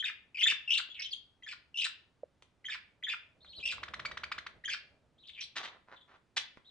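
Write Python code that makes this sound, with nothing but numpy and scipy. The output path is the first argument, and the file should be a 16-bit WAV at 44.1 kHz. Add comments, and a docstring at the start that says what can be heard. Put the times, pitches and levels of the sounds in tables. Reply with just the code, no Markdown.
"""Three budgerigars chirp, cheep, squeal and warble in a wire cage in a living room, close to a phone. Each
bird's voice box (the syrinx) whistles, and rasps when a second, slower vibration shakes it. Between the calls
come rising clucks, a few buzzes, light taps of beak and claws, a low thump of wing or body, and one soft plop.
The hand holding the phone makes a low rustle, and the room rings briefly after the birds' sounds."""
import sys
import numpy as np
from scipy import signal
from scipy.fft import rfft, irfft
from scipy.io import wavfile
from scipy.ndimage import map_coordinates

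SR = 44100
rng = np.random.default_rng(int(sys.argv[2]) if len(sys.argv) > 2 else 0)


def digitize_waveform(pressure):
    """Quantize a signal to 16-bit integers and store it at the path in sys.argv[1].

    Rows of a 2-D input are taken as channels; values are limited to [-1, 1].
    """
    field = np.atleast_2d(pressure).T
    bounded = np.clip(field, -1, 1)
    quanta = np.round(bounded * 32767).astype(np.int16)
    wavfile.write(sys.argv[1], SR, quanta)


N = 295470

# How well throat and beak let overtones and breath out. Each row: frequency in Hz, gain in dB.
BEAK_COLOUR = [(2500, -0.5), (4700, 10), (6000, -5), (7100, -4.5), (8400, -5.5), (9800, -19.5)]


def undb(db):
    """Turn decibels into a factor to multiply by."""
    return 10 ** (np.asarray(db) / 20)


def unit(x):
    """Scale a sound to an average strength (rms) of 1."""
    return x / np.sqrt(np.mean(x ** 2) + 1e-20)


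def along(points, hz):
    """Read between (Hz, value) points, giving every octave equal space."""
    f, value = np.transpose(points)
    return np.interp(np.log(np.maximum(hz, 1)), np.log(f), value)


def shaped(x, colour):
    """Filter a sound by (Hz, dB) points and scale it to strength 1."""
    gain = undb(along(colour, np.fft.rfftfreq(len(x), 1 / SR)))
    return unit(irfft(rfft(x) * gain, len(x)))


def noise(colour):
    """Noise with the given mix of lows and highs."""
    return shaped(rng.standard_normal(N), colour)


def highpass(x, hz, order):
    """Cut the lows."""
    return signal.sosfilt(signal.butter(order, hz, "high", fs=SR, output="sos"), x)


def flutter(t, hz):
    """A smooth wobble through hz random values a second."""
    steps = rng.standard_normal(1024)
    return map_coordinates(steps, [t * hz], order=3, mode="wrap")


def gate(t, length, edge):
    """Fade in and out, taking edge seconds each way."""
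    return np.sin(np.pi / 2 * np.clip(np.minimum(t, length - t) / edge, 0, 1)) ** 2


def ring(hz, width):
    """The fading tone of a resonance struck once; a wider one fades sooner."""
    t = np.arange(1024) / SR
    return 2 * np.pi * width / SR * np.exp(-np.pi * width * t) * np.sin(2 * np.pi * hz * t)


def add(out, start, sound, pan_db=0):
    """Place a sound in the stereo track; pan_db is left minus right."""
    i = int(start * SR)
    part = sound[max(-i, 0):max(N - i, 0)]
    i = max(i, 0)
    out[:, i:i + len(part)] += undb(np.array([[pan_db], [-pan_db]]) / 2) * part


def air_and_rustle(air_db=-74, rustle_db=-59.5, start_s=3.85, hold_s=0.28, rise_db_per_s=31,
                   fall_db_per_s=20.5, width=0.36):
    """Still room air, and the hand on the phone: a low rustle that swells, holds and dies away."""
    # The tone of each noise. Each row: frequency in Hz, relative level in dB.
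    air_colour = [(25, -7), (75, 3.5), (500, -9), (3000, -21.5), (10500, -35.5)]
    rustle_colour = [(25, -16.5), (70, 2), (150, -6.5), (250, -10), (520, -9.5), (610, -3.5), (720, -12.5),
                     (10000, -48)]
    t = np.arange(N) / SR
    since = t - start_s
    fade_db = rise_db_per_s * np.maximum(-since, 0) + fall_db_per_s * np.maximum(since - hold_s, 0)
    uneven_db = rustle_db - fade_db + 3 * flutter(t, 30)
    out = 0
    for colour, db in ((air_colour, air_db), (rustle_colour, uneven_db)):
        out = out + undb(db) * (noise(colour) + width * np.array([[1], [-1]]) * noise(colour))
    return out


def cage_taps(decay_s=0.0024, trim_db=-1.5):
    """Beak and claws make dry little knocks on bars and perch; the low first one is a thump of wing or body."""
    # Each row: start in seconds, level in dB before the trim, centre frequency in Hz.
    knocks = [(0.526, -59, 280), (0.89, -67, 600), (2.423, -58, 3110), (3.447, -59, 1870),
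              (6.572, -54, 1114)]
    out = np.zeros((2, N))
    t = np.arange(512) / SR
    for start, db, hz in knocks:
        contact = rng.standard_normal(len(t)) * np.exp(-t / decay_s)
        knock = np.convolve(contact, ring(hz, width=hz))[:len(t)]
        add(out, start, undb(db + trim_db) * unit(knock))
    return out


def plop(fall=0.065):
    """A soft hollow plop near the phone: a few cycles of a low falling tone."""
    # Each row: start in seconds, length in seconds, pitch in Hz, level in dB.
    plops = [(2.233, 0.011, 546, -40)]
    out = np.zeros((2, N))
    for start, length, hz, db in plops:
        progress = np.linspace(0, 1, int(length * SR))
        phase = 2 * np.pi * np.cumsum(hz * (1 + fall * (.5 - progress))) / SR
        swell = np.sin(np.pi * np.sqrt(progress)) ** 2
        add(out, start, undb(db) * unit(np.sin(phase) * swell))
    return out


def buzzes(jitter=.14, scatter_db=3, hiss=0.083, edge_s=0.0095):
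    """Slow, uneven slaps of the voice box make the throat ring, with a little breath between them."""
    # Each row: start and length in seconds, slaps a second, level in dB, treble tilt in dB.
    bursts = [(5.555, 0.038, 332.5, -39.5, -2.5), (5.586, 0.036, 257.4, -48.5, -10.5),
              (5.626, 0.043, 226.2, -45, -5), (5.669, 0.026, 136.4, -52, -7),
              (5.687, 0.093, 135.7, -63, -30.5), (5.874, 0.041, 93.5, -62, -17),
              (5.91, 0.044, 133.8, -54.5, -15), (6.076, 0.095, 415.6, -64, -13),
              (6.363, 0.022, 791, -31, 2)]
    # The throat's resonances. Each row: frequency in Hz, width in Hz, gain in dB before the tilt.
    resonances = [(1120, 790, 2.5), (2000, 1360, 4.5), (3790, 1130, 4.5), (6400, 1800, -8),
                  (9020, 1320, -19.5)]
    out = np.zeros((2, N))
    for start, length, rate_hz, db, treble_db in bursts:
        t = np.arange(int(length * SR)) / SR
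        chance = rng.standard_normal((128, 2))
        gaps = np.exp(jitter * chance[:, 0])
        slap_samples = ((np.cumsum(gaps) - .8) / rate_hz * SR).astype(int).clip(0)
        slaps = np.bincount(slap_samples, undb(scatter_db * chance[:, 1]), len(t))[:len(t)]
        breath = hiss * np.sqrt(rate_hz / 300) * rng.standard_normal(N)[:len(t)]
        drive = (slaps + breath) * (0.15 + gate(t, length, edge_s))
        throat = sum((-1) ** k * undb(gain_db + treble_db * np.log(hz / 1000)) * ring(hz, width)
                     for k, (hz, width, gain_db) in enumerate(resonances))
        sound = highpass(signal.fftconvolve(drive, throat), 280, order=1)
        add(out, start, undb(db) * sound / np.std(sound[:len(t)]))
    return out


def clucks(start_hz=847, doubling_s=0.00686, usual_top_hz=2192, usual_db=-35, edge_s=0.0033,
           rough=0.079, hiss_db=-19, trim_db=-5):
    """Very short notes, rich in overtones, that sweep steeply up; the longest level off as a whistle."""
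    # Each row: start in seconds, length in seconds, level in dB before the trim.
    sweeps = [(3.78, 0.0041, -41), (3.83, 0.0099, -33.5), (3.88, 0.0093, -41.5), (3.935, 0.011, -34),
              (3.993, 0.01, -36), (4.049, 0.019, -31), (4.111, 0.012, -39), (4.17, 0.0095, -34),
              (4.233, .012, -32.5), (4.315, 0.013, -30.5), (4.379, .012, -34.5), (4.463, 0.01, -36)]
    out = np.zeros((2, N))
    air = noise(BEAK_COLOUR)
    for start, length, db in sweeps:
        top_hz = usual_top_hz * np.exp(.02 * (db - usual_db))  # stronger clucks can climb higher
        t = np.arange(int((length + edge_s / 2) * SR)) / SR
        hz = np.minimum(start_hz * 2 ** (t / doubling_s), top_hz) * np.exp(flutter(t, 308) / 20)
        phase = 2 * np.pi * np.cumsum(hz) / SR
        # the mouth muffles overtones that climb past its upper resonance
        tone = sum(undb(harmonic_db) * np.sin(k * phase) / (1 + (k * hz / 5400) ** 5)
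                   for k, harmonic_db in enumerate(harmonic_levels(), 1))
        hiss = undb(hiss_db) * (1 + np.sin(phase)) * air[int(start * SR):][:len(t)]
        voice = tone * np.exp(rough * flutter(t, 3021)) + hiss
        add(out, start, undb(db + trim_db) * unit(voice * gate(t, t[-1], edge_s)))
    return out


def harmonic_levels():
    """The relative level in dB of each harmonic in a cluck, lowest first."""
    levels = [1, -2.5, -9, -26, -37]
    return levels


def syrinx(glide, db, rough, overtones_db, air, rasp_hz=420, swing=0.27, jitter=0.14, quiver=0.031,
           shimmer=0.92, rolloff_db=-3, air_db=-22, swell_db=5, edge_s=0.0032):
    """The voice box whistles one note; in rough notes a slower vibration shakes pitch and strength."""
    t = np.arange(len(glide)) / SR
    rasp = np.sin(2 * np.pi * np.cumsum(rasp_hz * np.exp(flutter(t, 150) / 2)) / SR)
    shake = swing * rasp + jitter * flutter(t, 1200)
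    hz = glide * (1 + rough * shake + quiver * flutter(t, 250))
    phase = 2 * np.pi * np.cumsum(hz) / SR
    # each overtone flickers on its own; loud and rough notes are brighter
    upper = sum(undb(rolloff_db * k) * np.sin(k * phase) * np.exp(flutter(t, rasp_hz) / 2)
                for k in range(2, 5))
    upper_db = overtones_db + 0.46 * (db + 41.5) + 8 * rough
    # a puff of air escapes once a cycle while the membranes rattle
    hiss = rough * undb(air_db) * (1 + np.sin(phase)) * air[rng.integers(N // 2):][:len(t)]
    tone = unit(np.sin(phase)) + undb(upper_db) * shaped(upper, BEAK_COLOUR) + hiss
    rattle = rough * (rasp + shimmer * flutter(t, 500))
    strength = np.exp(np.tanh(rattle + 0.3464 * flutter(t, 230)))
    # pure notes grow as the pressure builds
    swell = undb(swell_db * np.maximum(1 - 2 * rough, 0) * np.sqrt(t / t[-1]))
    return undb(db) * unit(tone * strength * swell * gate(t, t[-1], edge_s))


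def warbles(air, turn_s=.067, dip=0.17, deepen_per_s=.8, overtones_db=-24):
    """A thin high whistle dips again and again, deeper and louder each turn, and roughens in the dips."""
    # Each row: start and length in seconds, top pitch in Hz, opening and closing level in dB.
    phrases = [(3.404, .215, 4250, -65.5, -48), (5.179, 0.095, 3884, -68.5, -59.5),
               (6.645, 0.086, 3920, -64, -58)]
    out = np.zeros((2, N))
    for start, length, top_hz, first_db, last_db in phrases:
        t = np.arange(int(length * SR)) / SR
        drop = (dip + deepen_per_s * t) * np.cos(np.pi * t / turn_s) ** 4
        db = np.linspace(first_db, last_db, len(t))
        rough = 0.064 + 0.99 * drop
        add(out, start, syrinx(top_hz * (1 - drop), db, rough, overtones_db, air))
    return out


def notes(middle_hz=2600, brighten_db=9, peep_overtones_db=-22.5, peep_pan_db=2):
    """Each call sings a set run of notes at its own pace, pitch and effort; peeps stand alone."""
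    # The notes of each kind of call. Each row: delay and length in seconds, first and last pitch in Hz,
    # relative level in dB, roughness from 0 to 1.
    chirp_notes = [(0, .008, 2140, 2060, -9.5, .3), (.01, 0.017, 3120, 3247, -1.5, .07),
                   (.041, 0.019, 1924, 1800, -3, 0.29), (.056, 0.0097, 3526, 3250, -0.5, 0.05),
                   (.066, 0.038, 2556, 2458, -0.5, 0.5), (.101, .015, 2040, 1476, -4, 0.8)]  # tick, whistle, low dip, high pip, rasp, falling tail
    cheep_notes = [(0, .026, 2777, 2630, -7.5, .06), (.028, 0.03225, 2832, 2985, 2, 0.22),
                   (.062, .011, 3023, 3274, -3, 0.55), (.072, .028, 2820, 2655, 0, .25),
                   (.097, .014, 3250, 3500, 0, .62), (.102, .022, 2466, 1193, -4.5, 1)]  # soft whistle, trill, flick, held note, flick, falling tail
    squeal_notes = [(0, .04, 3150, 2552, -5, 0.52), (.046, 0.0369, 2191, 2712, 0.5, 0.46),
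                    (.074, .01, 5250, 4870, 1, 0.13), (.074, 0.0354, 2800, 3500, -3, .8)]  # sinking whistle, rasp, squeak over a rising scratch
    # The calls. Each row: start in seconds, length factor, pitch factor, base level in dB, growth in dB,
    # boost of high notes in dB per octave, base overtone level in dB, left minus right in dB.
    chirps = [(-.014, 1.01, 1.01, -36.5, -0.5, 5, -25, 1.5), (.419, 0.92, 1.04, -26.5, -6, 8, -25, 1),
              (1.424, .97, 0.99, -47.5, 4, -4.5, -11.5, 1), (2.644, 0.98, .99, -40.5, -2, -2, -18, -1.5),
              (3.027, 1.02, 1.01, -37, 1.5, 3.5, -25, 0), (4.64, 0.95, .98, -37.5, -1, -3, -13.5, 0)]
    cheeps = [(.677, 1.025, 1.014, -32, -7.5, 3, -25, 2.3), (1.744, 1.02, 1, -35, 1, 0, -18.5, .5),
              (3.629, .88, .96, -37.5, -9, -4, -16, -1.1)]
    squeals = [(.943, 1.03, 0.98, -44.5, 1.3, 1, -33, -1.7),
               (5.331, 1.026, 1.02, -46, 9.1, -1.2, -23, 0.75)]
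    # Each row: start and length in seconds, first and last pitch in Hz, level in dB, roughness.
    peeps = [(.346, 0.016, 2635, 2302, -43.5, 0.13), (0.372, .015, 2750, 2200, -39, 0.3),
             (0.39, 0.016, 2770, 3040, -35.5, .04), (0.41, .016, 2990, 2578, -32.5, 0.4),
             (0.901, 0.021, 3320, 3174, -50, 0.04), (0.997, 0.0094, 5160, 3580, -43.5, 0.12),
             (1.048, 0.017, 3120, 3120, -42.5, 0.17), (1.11, 0.0199, 4350, 3780, -46, 0.1),
             (1.13, 0.0085, 3245, 3140, -36, 0.19), (5.274, 0.029, 3485, 2734, -52, 0.83),
             (5.963, 0.019, 3440, 3106, -61, 0.3), (6.01, .015, 3170, 3405, -62.5, 0.27)]
    for run, calls in ((chirp_notes, chirps), (cheep_notes, cheeps), (squeal_notes, squeals)):
        for start, stretch, pitch, db, growth_db, tilt_db, overtones_db, pan_db in calls:
            places = np.linspace(-.5, .5, len(run))
            for place, (delay, length, first, last, note_db, rough) in zip(places, run):
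                effort_db = growth_db * place + tilt_db * np.log2((first + last) / 2 / middle_hz)
                yield (start + stretch * delay, stretch * length, pitch * first, pitch * last,
                       db + note_db + effort_db, rough, overtones_db + brighten_db * place, pan_db)
    for peep in peeps:
        yield (*peep, peep_overtones_db, peep_pan_db)


def whistles(air, overlap_s=0.0046, bow=0.2425, straight_hz=2800):
    """Chirps, cheeps, squeals and peeps: high notes arch upward on their way, low notes sag."""
    out = np.zeros((2, N))
    for start, length, first, last, db, rough, overtones_db, pan_db in notes():
        progress = np.linspace(0, 1, int((length + overlap_s) * SR))
        arch = bow * np.log((first + last) / 2 / straight_hz) * np.sin(np.pi * progress)
        glide = (first + (last - first) * progress) * (1 + arch)
        add(out, start - overlap_s / 2, syrinx(glide, db, rough, overtones_db, air), pan_db)
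    return out


def room(x, early_db=-5, early_s=0.019, tail_db=-11, build_s=0.021, bass_hz=900, shared=0.61):
    """Quick echoes from table and tray, then a smooth fading tail from the walls."""
    # Each row: frequency in Hz, seconds the tail takes to fade by 60 dB.
    fade_times = [(1300, 0.38), (3400, 0.35), (8000, 0.19)]
    t = np.arange(SR // 2) / SR
    f = np.fft.rfftfreq(len(t), 1 / SR)
    wash = rng.standard_normal((3, len(t)))  # left, right and common to both
    spectrum = rfft(wash[:2] + shared * wash[2]) * f / np.hypot(f, bass_hz)
    centres, fades = np.transpose(fade_times)
    tail = sum(irfft(spectrum * along(np.c_[centres, band], f), len(t)) * undb(-60 * t / fade_s)
               for band, fade_s in zip(np.eye(len(centres)), fades))
    tail = tail * np.clip((t - .004) / build_s, 0, 1)
    echoes = rng.standard_normal((2, len(t))) * (rng.random((2, len(t))) < .02)
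    early = echoes * np.exp(-t / early_s) * (t > .001)
    response = (undb(tail_db) * unit(tail) + undb(early_db) * unit(early)) / np.sqrt(len(t))
    return signal.fftconvolve(x, response, axes=1)[:, :N]


def scene(cluck_room_db=-3, lag_samples=2):
    """The birds sit a little to the left, with the room's echo and the background around them."""
    air = highpass(noise(BEAK_COLOUR), 1400, order=2)
    calls = highpass(whistles(air) + warbles(air), 960, order=4)  # so small a bird gives little bass
    clucking = clucks()
    raspy = buzzes() + cage_taps()
    near = plop()
    left, right = calls + clucking + raspy
    direct = np.array([left, np.roll(right, lag_samples)]) + near  # the right side hears the cage later
    echo = room(calls + raspy + undb(cluck_room_db) * clucking + near / 10)
    return direct + echo + air_and_rustle()


def record(dry, top_hz=10400):
    """The phone's left microphone favours the whistles, its right the treble; the very top is cut."""
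    # Each row: frequency in Hz, left minus right in dB.
    balance = [(1200, -2), (3000, 2.5), (8000, -2)]
    balance_db = along(balance, np.fft.rfftfreq(N, 1 / SR))
    heard = irfft(rfft(dry) * undb(np.array([balance_db, -balance_db]) / 2), N)
    return signal.sosfilt(signal.ellip(8, .2, 70, top_hz, fs=SR, output="sos"), heard)


dry = scene()
out = record(dry)
digitize_waveform(out)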